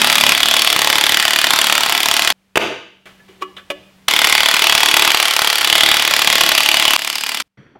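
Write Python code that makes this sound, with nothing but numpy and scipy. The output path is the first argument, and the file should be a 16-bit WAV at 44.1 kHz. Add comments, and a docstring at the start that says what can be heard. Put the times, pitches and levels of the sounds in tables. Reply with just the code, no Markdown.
"""Impact wrench on a truck wheel

A cordless impact wrench hammers lug nuts in abruptly joined bursts: noise cracks and shudders, decaying steel modes.
Between runs a hub cap is slapped on and another pried off: shaped noise contacts excite paired, beating modes.
Near the end something is shifted with a rub and dull bumps, over quiet air noise and a wavering machine hum.
Synthetic echoes of a work bay answer wrench and cap; the close microphone overloads on the blows."""
import sys
import numpy as np
from scipy import signal
from scipy.fft import rfft, irfft
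from scipy.io import wavfile
from scipy.ndimage import uniform_filter1d

SR = 44100
rng = np.random.default_rng(int(sys.argv[2]) if len(sys.argv) > 2 else 0)


def digitize_waveform(pressure):
    """Quantize a signal to 16-bit integers and store it at the path in sys.argv[1].

    Rows of a 2-D input are taken as channels; values are limited to [-1, 1].
    """
    field = np.atleast_2d(pressure).T
    bounded = np.clip(field, -1, 1)
    quanta = np.round(bounded * 32767).astype(np.int16)
    wavfile.write(sys.argv[1], SR, quanta)


N = 343539  # samples

# Levels in colour and mode tables are relative.
# One burst per nut, lasting until the next cuts in:
# (first blow [s], blow rate [Hz], level [dB], wheel resonance [Hz], bass boost [dB])
NUTS = [ (0.0169, 36.31, 2, 1260, 5), (0.3499, 37.02, .5, 3500, 1.5), (.763, 36.31, 0.35, 1900, 4),
        (1.1444, 36.97, -0.1, 1860, 3), (1.506, 36.58, -0.54, 1300, 3.5), (1.896, 36.93, -0.3, 700, 3),
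        (4.083, 37.23, 0.34, 2100, 0), (4.642, 36.85, 1.1, 910, -3.5), (5.1179, 36.55, -0.6, 1480, -6.5),
        (5.646, 37.14, 0.7, 3530, -1), (6.1105, 36.89, .5, 483, -1.5), (6.5506, 36.46, 1.1, 2759, -6),
        (6.9922, 36.8, -10.5, 4900, 3.5)]
# Unbroken runs of hammering:
# (start [s], end [s], treble tilt [dB/octave well above 4 kHz], ring [dB], knock of the socket's play [dB])
RUNS = [(0, 2.325, 0.36, -38.5, -10), (4.081, 6.966, -0.2, -34.5, -9), (6.975, 7.424, 1, -34.5, -2)]
# Contacts after every blow, first the hammer's rebound, then the loose socket's rattle as the hammer winds up:
# (delay [s], delay spread [s], level [dB], level spread [dB])
AFTER_BLOW = [(.008, 0.0017, -20, 5), (.019, .0013, -13.5, 2.5)]
# Colour of a hammer blow: (frequency [Hz], level [dB])
BLOW_COLOUR = [(30, -32), (100, -18), (250, -10), (350, -9.5), (520, -10.3), (660, -4.5), (1200, -2),
               (1650, -2.5), (2000, -1), (3300, 0), (4200, -4.5), (7000, -10.5), (11400, -12.5),
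               (16000, -18.5)]
# Modes of socket and steel wheel: (frequency [Hz], level [dB], t60 [s])
STEEL_MODES = [(333.3, -13.5, .2), (660, -4, 0.19), (855, 2.5, 0.16), (1069, -4, 0.19), (1984, 1.5, 0.055),
               (2458, -3.5, 0.11), (2965, 2.5, .15), (3308, 4, .07), (3495, 2.5, 0.12), (4615, 0.5, 0.092),
               (7400, -9, .015), (11400, -4, 0.013)]
# A hand slaps the cap on and it rattles into its seat:
# (time [s], level [dB], rise [s], fade [s], main resonance [Hz])
SLAPS = [(2.5562, -6, .0005, .006, 2940), (2.571, 1, .0009, .003, 600), (2.5753, .5, .0004, .0022, 2900),
         (2.604, -23.5, .01, .04, 3000), (2.619, -22, .004, 0.011, 450)]
# A lever scrapes and clicks under the cap's rim:
# (time [s], level [dB], rise [s], fade [s], main resonance [Hz])
PRIES = [ (3.056, -37.5, 0.00027, 0.048, 1510), (3.189, -47, 0.0094, .012, 1650),
         (3.274, -43.5, .012, 0.068, 362), (3.400, -30, 0.021, .012, 384), (3.413, -18, .011, .007, 1090),
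         (3.563, -31, .005, 0.015, 3600), (3.572, -34.5, 0.0082, .02, 1600),
         (3.7004, -15, 0.0022, 0.0098, 560)]
# Colour of a knock on the cap: (frequency [Hz], level [dB])
KNOCK_COLOUR = [(30, -38), (100, -15), (250, -11), (400, 3), (900, -1.5), (1800, -2.5), (3000, -0.5),
                (4500, -9.5), (16000, -14.5)]
# Modes of the hub cap: (frequency [Hz], level [dB], t60 [s])
CAP_MODES = [(297, -2, .23), (373, 3, 0.17), (567, -5, 0.14), (1120, -5, .17), (1145, -4.5, .17),
             (1308, 3, 0.096), (1720, -3, 0.22), (2000, -8, .15), (2310, -8, .15), (2480, -14, .12),
             (2900, -3.5, 0.4), (3190, -11, .3), (3510, -16, .15)]
# Bumps during the rub: (time [s], level [dB], main resonance [Hz])
BUMPS = [(7.58, -34.5, 150), (7.658, -47, 1830), (7.749, -38, 760)]
# Colour of the shifted thing: (frequency [Hz], level [dB])
SHIFTED_COLOUR = [(30, -5), (130, 9), (350, 7.5), (850, -10), (1300, -6.5), (2000, -7), (2900, -17),
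                  (3300, -8), (3900, -25), (4500, -15), (5200, -33), (5750, -16), (6500, -35), (16000, -50)]
# Echo colour of the work bay: (frequency [Hz], level [dB])
BAY_COLOUR = [(60, 9.5), (400, 9), (1000, 2.5), (3200, 3), (5000, 5.5), (8000, 0), (16000, 2.5)]
# Echo decay of the work bay: (frequency [Hz], t60 [s])
BAY_T60 = [(100, 0.58), (500, 0.46), (3000, 0.61), (6000, 0.53), (15000, 0.27)]
# Background, steady within each stretch of work: (start [s], air [dB], machine hum [dB])
STRETCHES = [(0, -63.5, -63), (3.056, -53.5, -54.5), (4.081, -68, -79), (7.48, -81.5, -80)]
# Colour of the air: (frequency [Hz], level [dB])
AIR_COLOUR = [(30, -14.5), (80, -6.5), (140, -6.5), (300, -11), (700, -15.5), (3000, -18), (6000, -26),
              (15000, -33)]

CUT_IN_S = .01  # a burst starts this long before its first blow
NUT_BOOST_DB = 3.5  # height of the wheel resonance
CRACK_POWER = 1.23  # the crack grows faster than the force, so light contacts sound duller
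# just after each blow the socket takes up its play on the nut
PLAY_S, PLAY_SPREAD_S, PLAY_SPREAD_DB = .003, .001, 4

# a crisp contact excites the cap more evenly; each doubling of its rise time favours the main resonance
CRISP_RISE_S, CRISP_BOOST_DB, BOOST_DB_PER_DOUBLING = .001, 8.5, 2
SLAP_RING_DB, SLAP_ROOM_DB, SLAP_DULL_HZ = -38, -7.5, 3000
PRY_RING_DB, PRY_ROOM_DB, PRY_DULL_HZ = -7.5, -20.5, 5200

RUB_START_S, RUB_DB, RUB_RISE_S, RUB_FADE_S = 7.571, -46, 0.0032, 0.16
RUB_HZ, RUB_BOOST_DB = 1800, 6
BUMP_RISE_S, BUMP_FADE_S, BUMP_BOOST_DB, BUMP_DULL_HZ = .007, .013, 18, 1900

HUM_HZ = 191
TOP_HZ = 15900  # nothing sounds above this


def wrench(crack_db=-1, body_db=-13, room_db=-8.0, modal_db=4):
    """Each burst: a sharp crack, the longer shudder of the wheel, ringing steel and the echo."""
    out = np.zeros(N)
    lead_s = .3  # the hammer is already running when a burst cuts in
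    for start, end, nut, (treble_db, ring_db, play_db) in bursts():
        first, rate_hz, level_db, wheel_hz, bass_db = nut
        t = seconds(lead_s + end - start)
        force = hammer(t, lead_s + first - start, rate_hz, play_db)

        def shape(f):
            modes_db = modal_db * peaks(f, STEEL_MODES, 0.021)
            wheel_db = curve(f, BLOW_COLOUR) + modes_db + NUT_BOOST_DB * bell(f, wheel_hz, 0.16)
            return wheel_db + bass_db * bell(f, 190, 0.78) + treble_db * np.log2(1 + f / 4000)

        # the crack carries little bass, the shudder little treble
        crack = clatter(force ** CRACK_POWER, fade_s=0.002, alike=0.13)
        crack = colour(crack, lambda f: shape(f) - 10 * np.log10(1 + (500 / f) ** 2))
        body = clatter(force, fade_s=0.0067, alike=0.42)
        body = colour(body, lambda f: shape(f) + dulling_db(f, 5500))
        ring = through(force, ringing(STEEL_MODES, seconds(.25), detune=0.0024))
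        direct = undb(crack_db) * crack + undb(body_db) * body + undb(ring_db) * ring
        # every position of the tool has its own echo
        burst = direct + undb(room_db) * through(direct, bay())
        add(out, undb(level_db) * burst[int(lead_s * SR):], start)
    return out


def bursts():
    """Share each run among its nuts: the first starts with the run, later ones just before their first blow."""
    for begin, finish, *run in RUNS:
        nuts = [nut for nut in NUTS if begin <= nut[0] + CUT_IN_S < finish]
        joins = [begin] + [nut[0] - CUT_IN_S for nut in nuts[1:]] + [finish]
        for start, end, nut in zip(joins, joins[1:], nuts):
            yield start, end, nut, run


def hammer(t, first, rate_hz, play_db, scatter_db=1.55):
    """Force on the anvil: blows from two hammer lugs in turn, each followed by other, mostly lighter contacts."""
    turn = np.arange(-int(first * rate_hz), int((t[-1] - first) * rate_hz) + 1)
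    early, strong = rng.standard_normal((64, 4, 2))[:len(turn)].T
    lug_offset_s = .0003 * (turn % 2 - .5)
    blows = first + turn / rate_hz + .00022 * early[0] + lug_offset_s
    contacts = [(blows, scatter_db * strong[0])]
    play = (PLAY_S, PLAY_SPREAD_S, play_db, PLAY_SPREAD_DB)
    for follower, time_chance, level_chance in zip([play] + AFTER_BLOW, early[1:], strong[1:]):
        delay_s, spread_s, db, spread_db = follower
        contacts.append((blows + delay_s + spread_s * time_chance, db + spread_db * level_chance))
    force = np.zeros(len(t))
    for when, db in contacts:
        inside = (when > 0) & (when < t[-1])
        force[(when[inside] * SR).astype(int)] += undb(db[inside])
    return force


def clatter(force, fade_s, alike):
    """Dense, quickly damped vibration after each contact: partly the same every time, partly new."""
    fade = np.exp(-seconds(.05) / fade_s)
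    alike = np.clip(alike, 0, 1)
    same = through(force, fade * rng.standard_normal(len(fade)))
    envelope = np.sqrt(np.abs(through(force ** 2, fade ** 2)))
    fresh = envelope * rng.standard_normal(len(force))
    return np.sqrt(alike) * same + np.sqrt(1 - alike) * fresh


def hub_cap(knocks, ring_db, room_db, dull_hz, modal_db=9):
    """Slaps or prying clicks; where the cap is struck decides which resonance speaks most."""
    out, t, room = np.zeros(N), seconds(0.83), bay()
    # a flat hand damps the cap, a prying tip leaves it free
    free = min(undb(ring_db + 13.0), 1)
    for start, level_db, rise_s, fade_s, main_hz in knocks:
        softness = np.log2(rise_s / CRISP_RISE_S)
        boost_db = CRISP_BOOST_DB + BOOST_DB_PER_DOUBLING * softness

        def emphasis(f):
            return boost_db * bell(f, main_hz, 0.27) + dulling_db(f, dull_hz)

        def shape(f):
            return curve(f, KNOCK_COLOUR) + emphasis(f) + free * modal_db * peaks(f, CAP_MODES, 0.021)

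        knock = colour(contact(t, rise_s, fade_s), shape)
        modes = [(hz, db + emphasis(hz) - boost_db / 2, t60) for hz, db, t60 in CAP_MODES]
        # the cap is not quite round, so its modes come in beating pairs
        ring = ringing(modes, t, detune=.003) + .25 * ringing(modes, t, detune=.008)
        add(knock, undb(ring_db) * ring / 2, rise_s)
        add(out, undb(level_db) * (knock + undb(room_db) * through(knock, room)), start)
    return out


def handling():
    """Something is shifted as the hand reaches away: a faintly metallic, dying rub with dull bumps."""
    out, t = np.zeros(N), seconds(.5)
    rub = contact(t, RUB_RISE_S, RUB_FADE_S)
    rub = colour(rub, lambda f: curve(f, SHIFTED_COLOUR) + RUB_BOOST_DB * bell(f, RUB_HZ, .6))
    add(out, undb(RUB_DB) * rub, RUB_START_S)
    for start, level_db, main_hz in BUMPS:
        def shape(f):
            boost_db = BUMP_BOOST_DB * bell(f, main_hz, 0.7)
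            return curve(f, SHIFTED_COLOUR) + boost_db + dulling_db(f, BUMP_DULL_HZ)

        bump = colour(contact(t, BUMP_RISE_S, BUMP_FADE_S), shape)
        add(out, undb(level_db) * bump, start)
    return out


def contact(t, rise_s, fade_s):
    """Contact noise that swells and dies away."""
    swell = np.minimum(t / rise_s, 1) ** 2
    fade = np.exp(-np.maximum(t - rise_s, 0) / fade_s)
    return rng.standard_normal(len(t)) * swell * fade


def bay(build_s=0.026):
    """Echo of the work bay, of unit energy: noise that builds up gradually and loses its top first."""
    t = seconds(0.9)
    f, when, cells = signal.stft(rng.standard_normal(len(t)), SR)
    decay = np.exp(-np.log(1000) * when / curve(f + 1, BAY_T60)[:, None])
    cells = cells * decay * undb(curve(f + 1, BAY_COLOUR))[:, None]
    tail = signal.istft(cells, SR)[1][:len(t)] * (1 - np.exp(-t / build_s)) ** 2
    return tail / np.linalg.norm(tail)


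def background():
    """Quiet coloured air noise and a distant machine's hum, wavering in level and phase."""
    t = np.arange(N) / SR
    when, *columns = np.transpose(STRETCHES)
    air_db, hum_db = (c[np.searchsorted(when[1:], t)] for c in columns)
    air = colour(rng.standard_normal(N), lambda f: curve(f, AIR_COLOUR))
    smooth = uniform_filter1d(rng.standard_normal(N), size=2000)
    waver = unit(uniform_filter1d(smooth, size=2000))
    hum = unit(np.sin(2 * np.pi * HUM_HZ * t + .4 * waver[::-1]))
    return undb(air_db) * air + undb(hum_db + 1.5 * waver) * hum


def ringing(modes, t, detune):
    """Decaying modes, each randomly detuned by a fraction of its frequency and random in sign."""
    chance = rng.standard_normal((len(modes), 2))
    out = 0
    for (hz, db, t60), (pitch, sign) in zip(modes, chance):
        tone = np.sin(2 * np.pi * hz * (1 + detune * pitch) * t)
        out = out + undb(db - 60 * t / t60) * tone * np.sign(sign)
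    return out


def peaks(f, modes, octaves):
    """Height 1 at each mode, falling between them: a body passes its own pitches best."""
    return np.max([bell(f, mode[0], octaves) for mode in modes], axis=0)


def bell(f, hz, octaves):
    """A resonance bump of height 1."""
    return 1 / (1 + (np.log2(f / hz) / octaves) ** 2)


def dulling_db(f, hz):
    """First-order treble loss, 3 dB at hz."""
    return -10 * np.log10(1 + (f / hz) ** 2)


def curve(f, points):
    """Join (frequency [Hz], value) points on a log-frequency axis."""
    hz, value = np.transpose(points)
    return np.interp(np.log(f), np.log(hz), value)


def colour(x, db_at):
    """Minimum-phase filter; gain in dB from db_at(frequency), normalised to rms 1 over frequency."""
    size = 4096
    gain = unit(undb(db_at(np.maximum(np.fft.rfftfreq(size, 1 / SR), 1))))
    # folding the cepstrum makes the response causal
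    cepstrum = irfft(np.log(gain))
    cepstrum[1:size // 2] *= 2
    cepstrum[size // 2 + 1:] = 0
    return through(x, irfft(np.exp(rfft(cepstrum))))


def through(x, response):
    """Convolve, keeping the length."""
    return signal.fftconvolve(x, response)[:len(x)]


def add(out, x, start):
    """Mix x into out from start [s] on."""
    i = max(int(start * SR), 0)
    out[i:i + len(x)] += x[:max(len(out) - i, 0)]


def undb(db):
    """Amplitude from dB."""
    return 10 ** (np.asarray(db) / 20)


def unit(x):
    """Scale to rms 1."""
    return x / np.sqrt(np.mean(x ** 2))


def seconds(length):
    """Time axis [s] of the given length [s]."""
    return np.arange(int(length * SR)) / SR


def scene():
    """Wrench, hub cap, handling and background, as one channel."""
    slaps = hub_cap(SLAPS, SLAP_RING_DB, SLAP_ROOM_DB, SLAP_DULL_HZ)
    pries = hub_cap(PRIES, PRY_RING_DB, PRY_ROOM_DB, PRY_DULL_HZ)
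    return (wrench() + slaps + pries + handling() + background())[None]


def record(dry):
    """Peaks beyond full scale are clipped, then everything above TOP_HZ is removed."""
    clipped = np.clip(dry, -1, 1)
    top_cut = signal.ellip(10, .1, 70, TOP_HZ, fs=SR, output="sos")
    return signal.sosfilt(top_cut, clipped)


dry = scene()
out = record(dry)
digitize_waveform(out)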